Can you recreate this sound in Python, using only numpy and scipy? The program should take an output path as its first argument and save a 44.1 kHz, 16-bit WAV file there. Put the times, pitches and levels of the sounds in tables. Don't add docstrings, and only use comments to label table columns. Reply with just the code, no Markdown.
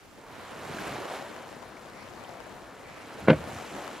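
import sys
import numpy as np
from scipy import signal
from scipy.fft import rfft, irfft
from scipy.io import wavfile

SR = 44100
rng = np.random.default_rng(int(sys.argv[2]) if len(sys.argv) > 2 else 0)


def master_out(mix):
    frames = np.transpose(np.atleast_2d(mix))
    ceiling = np.clip(frames, -1, 1)
    pcm = np.round(ceiling * 32767).astype(np.int16)
    wavfile.write(sys.argv[1], SR, pcm)


N = 176400
T = np.arange(N) / SR
CUTOFF_HZ = 15600
DROPLET_CYCLES = 17

# frequency in Hz, likeness 0 to 1.
WATER_LIKENESS = [(100, 0.97), (500, 0.9), (1000, 0.93), (2000, 0.94), (4000, 1), (8000, 0.28), (14000, 1)]


def from_db(db):
    return 10 ** (np.asarray(db) / 20)


def unit_rms(x):
    return x / np.sqrt(np.mean(x ** 2) + 1e-20)


def in_time(rows):
    times, *columns = np.transpose(rows)
    return [np.interp(T, times, column) for column in columns]


def at_hz(points, hz):
    freqs, values = np.transpose(points)
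    return np.interp(np.log(hz), np.log(freqs), values)


def pan(db):
    return from_db(np.array([[.5], [-.5]]) * db)


def butter(x, order, hz, kind):
    return signal.sosfilt(signal.butter(order, hz, kind, fs=SR, output="sos"), x)


def resonate(x, peaks):
    return x + sum(boost * signal.lfilter(*signal.iirpeak(hz, hz / width_hz, fs=SR), x)
                   for hz, boost, width_hz in peaks)


def drift(rate_hz):
    hop, settle = 40, 2000
    pole = np.exp(-2 * np.pi * rate_hz * hop / SR)
    white = rng.standard_normal(N // hop + settle + 2)
    slow = signal.lfilter([1], [1, -2 * pole, pole * pole], white)[settle:]
    return np.interp(np.arange(N) / hop, np.arange(len(slow)), unit_rms(slow))


def banded_noise(spectrum, likeness, patchy_db, flicker_hz):
    edges = np.geomspace(22, 17000, 25)
    out, together, white = 0, drift(flicker_hz), rng.standard_normal((2, 2, N))
    for k, band in enumerate(zip(edges, edges[1:])):
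        hz, own = np.sqrt(band[0] * band[1]), drift(flicker_hz)
        if not spectrum[0][0] / 2 < hz < spectrum[-1][0] * 2:
            continue
        mid, side = butter(white[k % 2], 2, band, "band")
        alike = np.clip(at_hz(likeness, hz), 0, 1)
        gain = from_db(at_hz(spectrum, hz) + patchy_db * (.5 * together + own))
        out += gain * (np.sqrt(1 + alike) * mid + np.sqrt(1 - alike) * side * [[1], [-1]])
    return unit_rms(out)


def colour(x, spectrum, size=4096):
    freqs = np.arange(size // 2 + 1) * SR / size + 1
    cepstrum = irfft(np.log(from_db(at_hz(spectrum, freqs))))
    cepstrum[1:size // 2] *= 2
    cepstrum[size // 2 + 1:] = 0
    response = irfft(np.exp(rfft(cepstrum)))
    return signal.fftconvolve(x, response / np.linalg.norm(response))[:N]


def even_noise(spectrum, top_hz):
    phase = np.angle(signal.hilbert(colour(rng.standard_normal(N), spectrum)))
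    return butter(np.sqrt(2) * np.cos(phase), 3, top_hz, "low")


def bubbles(per_s, low_hz, high_hz, spread_db, tilt_db, width_db, cycles=DROPLET_CYCLES, pitches=24):
    strengths = from_db(spread_db * np.minimum(rng.exponential(1, N), 4)) * rng.choice([-1, 1], N)
    clicks = strengths * (rng.random(N) < per_s / SR) * pan(width_db * rng.standard_normal(N))
    out, pitch_index = 0, rng.integers(0, pitches, N)
    for k, hz in enumerate(np.geomspace(low_hz, high_hz, pitches)):
        radius = from_db(-60 * hz / (cycles * SR))
        feedback = [1, -2 * radius * np.cos(2 * np.pi * hz / SR), radius ** 2]
        ring = signal.lfilter([1, 0, -1], feedback, clicks * (pitch_index == k) + 1e-18)
        out += from_db(tilt_db * np.log2(hz / low_hz)) * ring
    return unit_rms(out)


def background():
    # frequency in Hz, relative level in dB.
    spectrum = [(25, 8), (70, 7), (200, 9), (700, -2), (2000, 2), (5000, -14), (11000, -28), (15500, -22)]
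    # frequency in Hz, likeness of left and right from 0 to 1.
    likeness = [(30, 0.23), (200, 0.28), (1000, 0.3), (4000, .2), (12000, 0.066)]
    return from_db(-55) * banded_noise(spectrum, likeness, patchy_db=4, flicker_hz=3.1)


def churn():
    # time in seconds, relative level in dB.
    levels = [(0, -63), (.6, -53.5), (.7, -46), (.82, -58), (.92, -51), (1.1, -64), (1.6, -54.5),
              (3.1, -58), (3.23, -39.5), (3.37, -41), (3.56, -41), (3.66, -55), (3.77, -57), (4, -59)]
    # frequency in Hz, relative level in dB.
    spectrum = [(25, -26), (45, -19), (68, -4.5), (120, 1), (170, -4), (260, -4.5), (500, -34)]
    rumble = banded_noise(spectrum, WATER_LIKENESS, patchy_db=1.4, flicker_hz=3.4)
    return from_db(in_time(levels)[0] - 2.5) * rumble


def falling_drops():
    # time in seconds, level in dB.
    trickle_levels = [(1.5, -80), (1.9, -64), (2.3, -64), (2.7, -73), (3.1, -74.5)]
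    spray_levels = [(3.3, -80), (3.52, -61), (3.8, -59.5), (4, -64)]
    trickle = bubbles(350, 3450, 4800, spread_db=2, tilt_db=-7, width_db=5, pitches=8)
    spray = bubbles(7600, 5700, 8000, spread_db=1, tilt_db=-5, width_db=9, pitches=8)
    return from_db(in_time(trickle_levels)[0]) * trickle + from_db(in_time(spray_levels)[0]) * spray


def sloshes():
    # crest time in seconds, level in dB, pitch in Hz, swell and release in seconds.
    hollows = [(.7, -46.5, 122, .02, 0.041), (.82, -41.5, 230, 0.02, 0.022),
               (.92, -44.5, 163, 0.029, 0.041), (1.145, -37, 620, 0.037, 0.024),
               (1.75, -53.5, 283, 0.031, 0.017), (2.2, -51.5, 403, 0.036, 0.044),
               (3.33, -44, 75.5, 0.011, 0.064), (3.755, -45, 251, 0.044, .025),
               (3.795, -39.5, 620, 0.024, 0.018)]
    out, edges_oct = 0, np.array([-.45, .45])
    for crest_s, db, hz, swell_s, release_s in hollows:
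        rush = unit_rms(butter(rng.standard_normal(N), 2, hz * 2 ** edges_oct, "band"))
        width_s = np.where(T < crest_s, swell_s, release_s)
        out += from_db(db) * np.exp(-((T - crest_s) / width_s) ** 2 / 2) * rush
    return out


def drips():
    # start in seconds, level in dB, starting pitch in Hz.
    drops = [(.785, -29.5, 1610), (0.877, -27.5, 1530), (.924, -38, 12000), (1.35, -45, 13500),
             (1.769, -36.5, 2240), (2.247, -38, 3100), (2.993, -46, 10700)]
    out, ring_cycles, rise_per_s = 0, 41, 1.9
    for start_s, db, hz in drops:
        age = np.maximum(T - start_s, 0)
        envelope = (1 - np.exp(-age * hz)) * from_db(db - 60 * age * hz / ring_cycles)
        out += envelope * np.sin(2 * np.pi * hz * age * (1 + rise_per_s * age / 2))
    return out


def pouring_water():
    # time in seconds, then relative levels of wash, splatter and fizz in dB.
    runoff = [(0, -58, -64, -65), (.1, -55.5, -69, -64.5), (.36, -46.5, -53, -60.5),
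              (.62, -42.5, -48.5, -55.5), (.84, -37, -42.5, -50), (.92, -38.5, -42.5, -52.5),
              (1.04, -38.5, -47, -55.5), (1.16, -38.5, -43.5, -51), (1.23, -42, -48.5, -56.5),
              (1.65, -48.5, -57, -61.5), (2.05, -48, -59, -61.5), (2.35, -47, -58.5, -61.5),
              (2.9, -48.5, -55.5, -62), (3.23, -44.5, -50.5, -57.5)]
    fallback = [(3.38, -43, -50, -57.5), (3.538, -41.5, -47.5, -52.5), (3.69, -44, -46.5, -56.5),
                (3.808, -40, -48, -54.5), (3.97, -45, -47, -58)]
    # time in seconds, left minus right in dB.
    wash_pan = [(0, -.7), (.8, -1.3), (1.3, 2), (1.75, 5.5), (2.3, 5.5), (2.8, 1.5), (3.3, .2), (3.8, 2.3)]
    # frequency in Hz, relative level in dB.
    wash_spectrum = [(110, -13), (200, -3.5), (350, -3), (600, 0.5), (1050, -2.5), (1600, -7), (2500, -34),
                     (5000, -56)]
    splatter_spectrum = [(900, -11), (1500, -2), (2200, 2.5), (3000, -2.5), (4200, -11), (6500, -25.5)]
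    fizz_spectrum = [(2500, -5), (4300, 3), (5600, -2.5), (7200, 1), (9000, -8), (11000, -7.5), (13000, -8),
                     (15500, -16)]
    wash = from_db(-.5) * banded_noise(wash_spectrum, WATER_LIKENESS, patchy_db=1.02, flicker_hz=21.8)
    wash += from_db(-4.5) * bubbles(380, 262, 1476, spread_db=3, tilt_db=1, width_db=11.5, cycles=8.5)
    wash *= pan(in_time(wash_pan)[0])
    splatter = from_db(-2.5) * banded_noise(splatter_spectrum, WATER_LIKENESS,
                                            patchy_db=.7, flicker_hz=30)
    splatter += from_db(-11.5) * bubbles(500, 1565, 4230, spread_db=.5, tilt_db=9.5, width_db=5)
    fizz = from_db(-1.5) * banded_noise(fizz_spectrum, WATER_LIKENESS, patchy_db=1.7, flicker_hz=30)
    fizz += from_db(-9) * bubbles(700, 5050, 11200, spread_db=4, tilt_db=1, width_db=3)
    wash_db, splatter_db, fizz_db = in_time(list(runoff) + list(fallback))
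    return from_db(wash_db) * wash + from_db(splatter_db) * splatter + from_db(fizz_db) * fizz


def chin_slap():
    # start in seconds, relative level in dB,
    # extra level of the crack in dB, length of the pressure pulse in seconds.
    contacts = [(3.2746, -18.5, 0, 0.0019), (3.2806, -22.5, 7, 0.0021), (3.2837, -3.5, -5, .002),
                (3.293, -14, -9, 0.0019), (3.299, -4.5, -5, 0.0038), (3.3033, -12, -1, 0.0013),
                (3.3072, -13.5, -15, 0.0029), (3.3119, -12.5, -12, 0.0051), (3.33, -15.5, -7, 0.0021)]
    # frequency in Hz, relative level in dB.
    smack_spectrum = [(70, -19), (115, 0.5), (160, 0.5), (290, 1), (420, -2.5), (540, 4), (640, -1),
                      (740, -30), (1100, -6.5), (2000, -23.5)]
    crack_spectrum = [(500, -13.5), (950, 0), (1250, -7.5), (1520, 4), (1850, -7.5), (2230, -0.5),
                      (2600, -7.5), (3400, -20), (4400, -20.5), (5200, -37), (12000, -56)]
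    # pitch in Hz, added gain, width in Hz.
    air_pockets = [(116, 0.33, 12), (154, 1.3, 12), (230, .35, 28), (289, 0.52, 39), (525, 0.67, 22),
                   (620, .7, 65)]
    attack_s, smack_decay_s, crack_decay_s, spatter_decay_s = .00029, .0091, .0043, .022
    pulses, smack, crack = 0, 0, 0
    for start_s, db, crack_db, length_s in contacts:
        pulse_time = 4 * (T - start_s) / length_s - 2
        pulses -= from_db(db - 3) * pulse_time * np.exp((1 - pulse_time ** 2) / 2)
        age = np.maximum(T - start_s, 0)
        onset = from_db(db) * (1 - np.exp(-age / attack_s))
        smack += from_db(-10.5) * onset * np.exp(-age / smack_decay_s)
        spatter = from_db(-19.5) * np.exp(-age / spatter_decay_s)
        crack += from_db(crack_db - 10) * onset * (np.exp(-age / crack_decay_s) + spatter)
    mid, side = (smack * even_noise(smack_spectrum, top_hz=950)
                 + crack * even_noise(crack_spectrum, top_hz=3520) for _ in range(2))
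    slap = pulses + mid + from_db(-46) * side * [[1], [-1]] + 1e-18
    return butter(resonate(slap, air_pockets), 4, 117, "high")


def scene():
    return pouring_water() + drips() + falling_drops() + sloshes() + churn() + chin_slap() + background()


def record(dry):
    # frequency in Hz, added gain, width in Hz.
    mic_peaks = [(7500, 0.26, 1800), (10800, 0.45, 920)]
    left_lag_s = .000015
    left, right = resonate(dry, mic_peaks)
    freqs = np.arange(N // 2 + 1) * SR / N
    late_left = irfft(rfft(left) * np.exp(-2j * np.pi * freqs * left_lag_s), N)
    top_cut = signal.ellip(12, .1, 90, CUTOFF_HZ, fs=SR, output="sos")
    return signal.sosfilt(top_cut, np.array([late_left, right]))


dry = scene()
out = record(dry)
master_out(out)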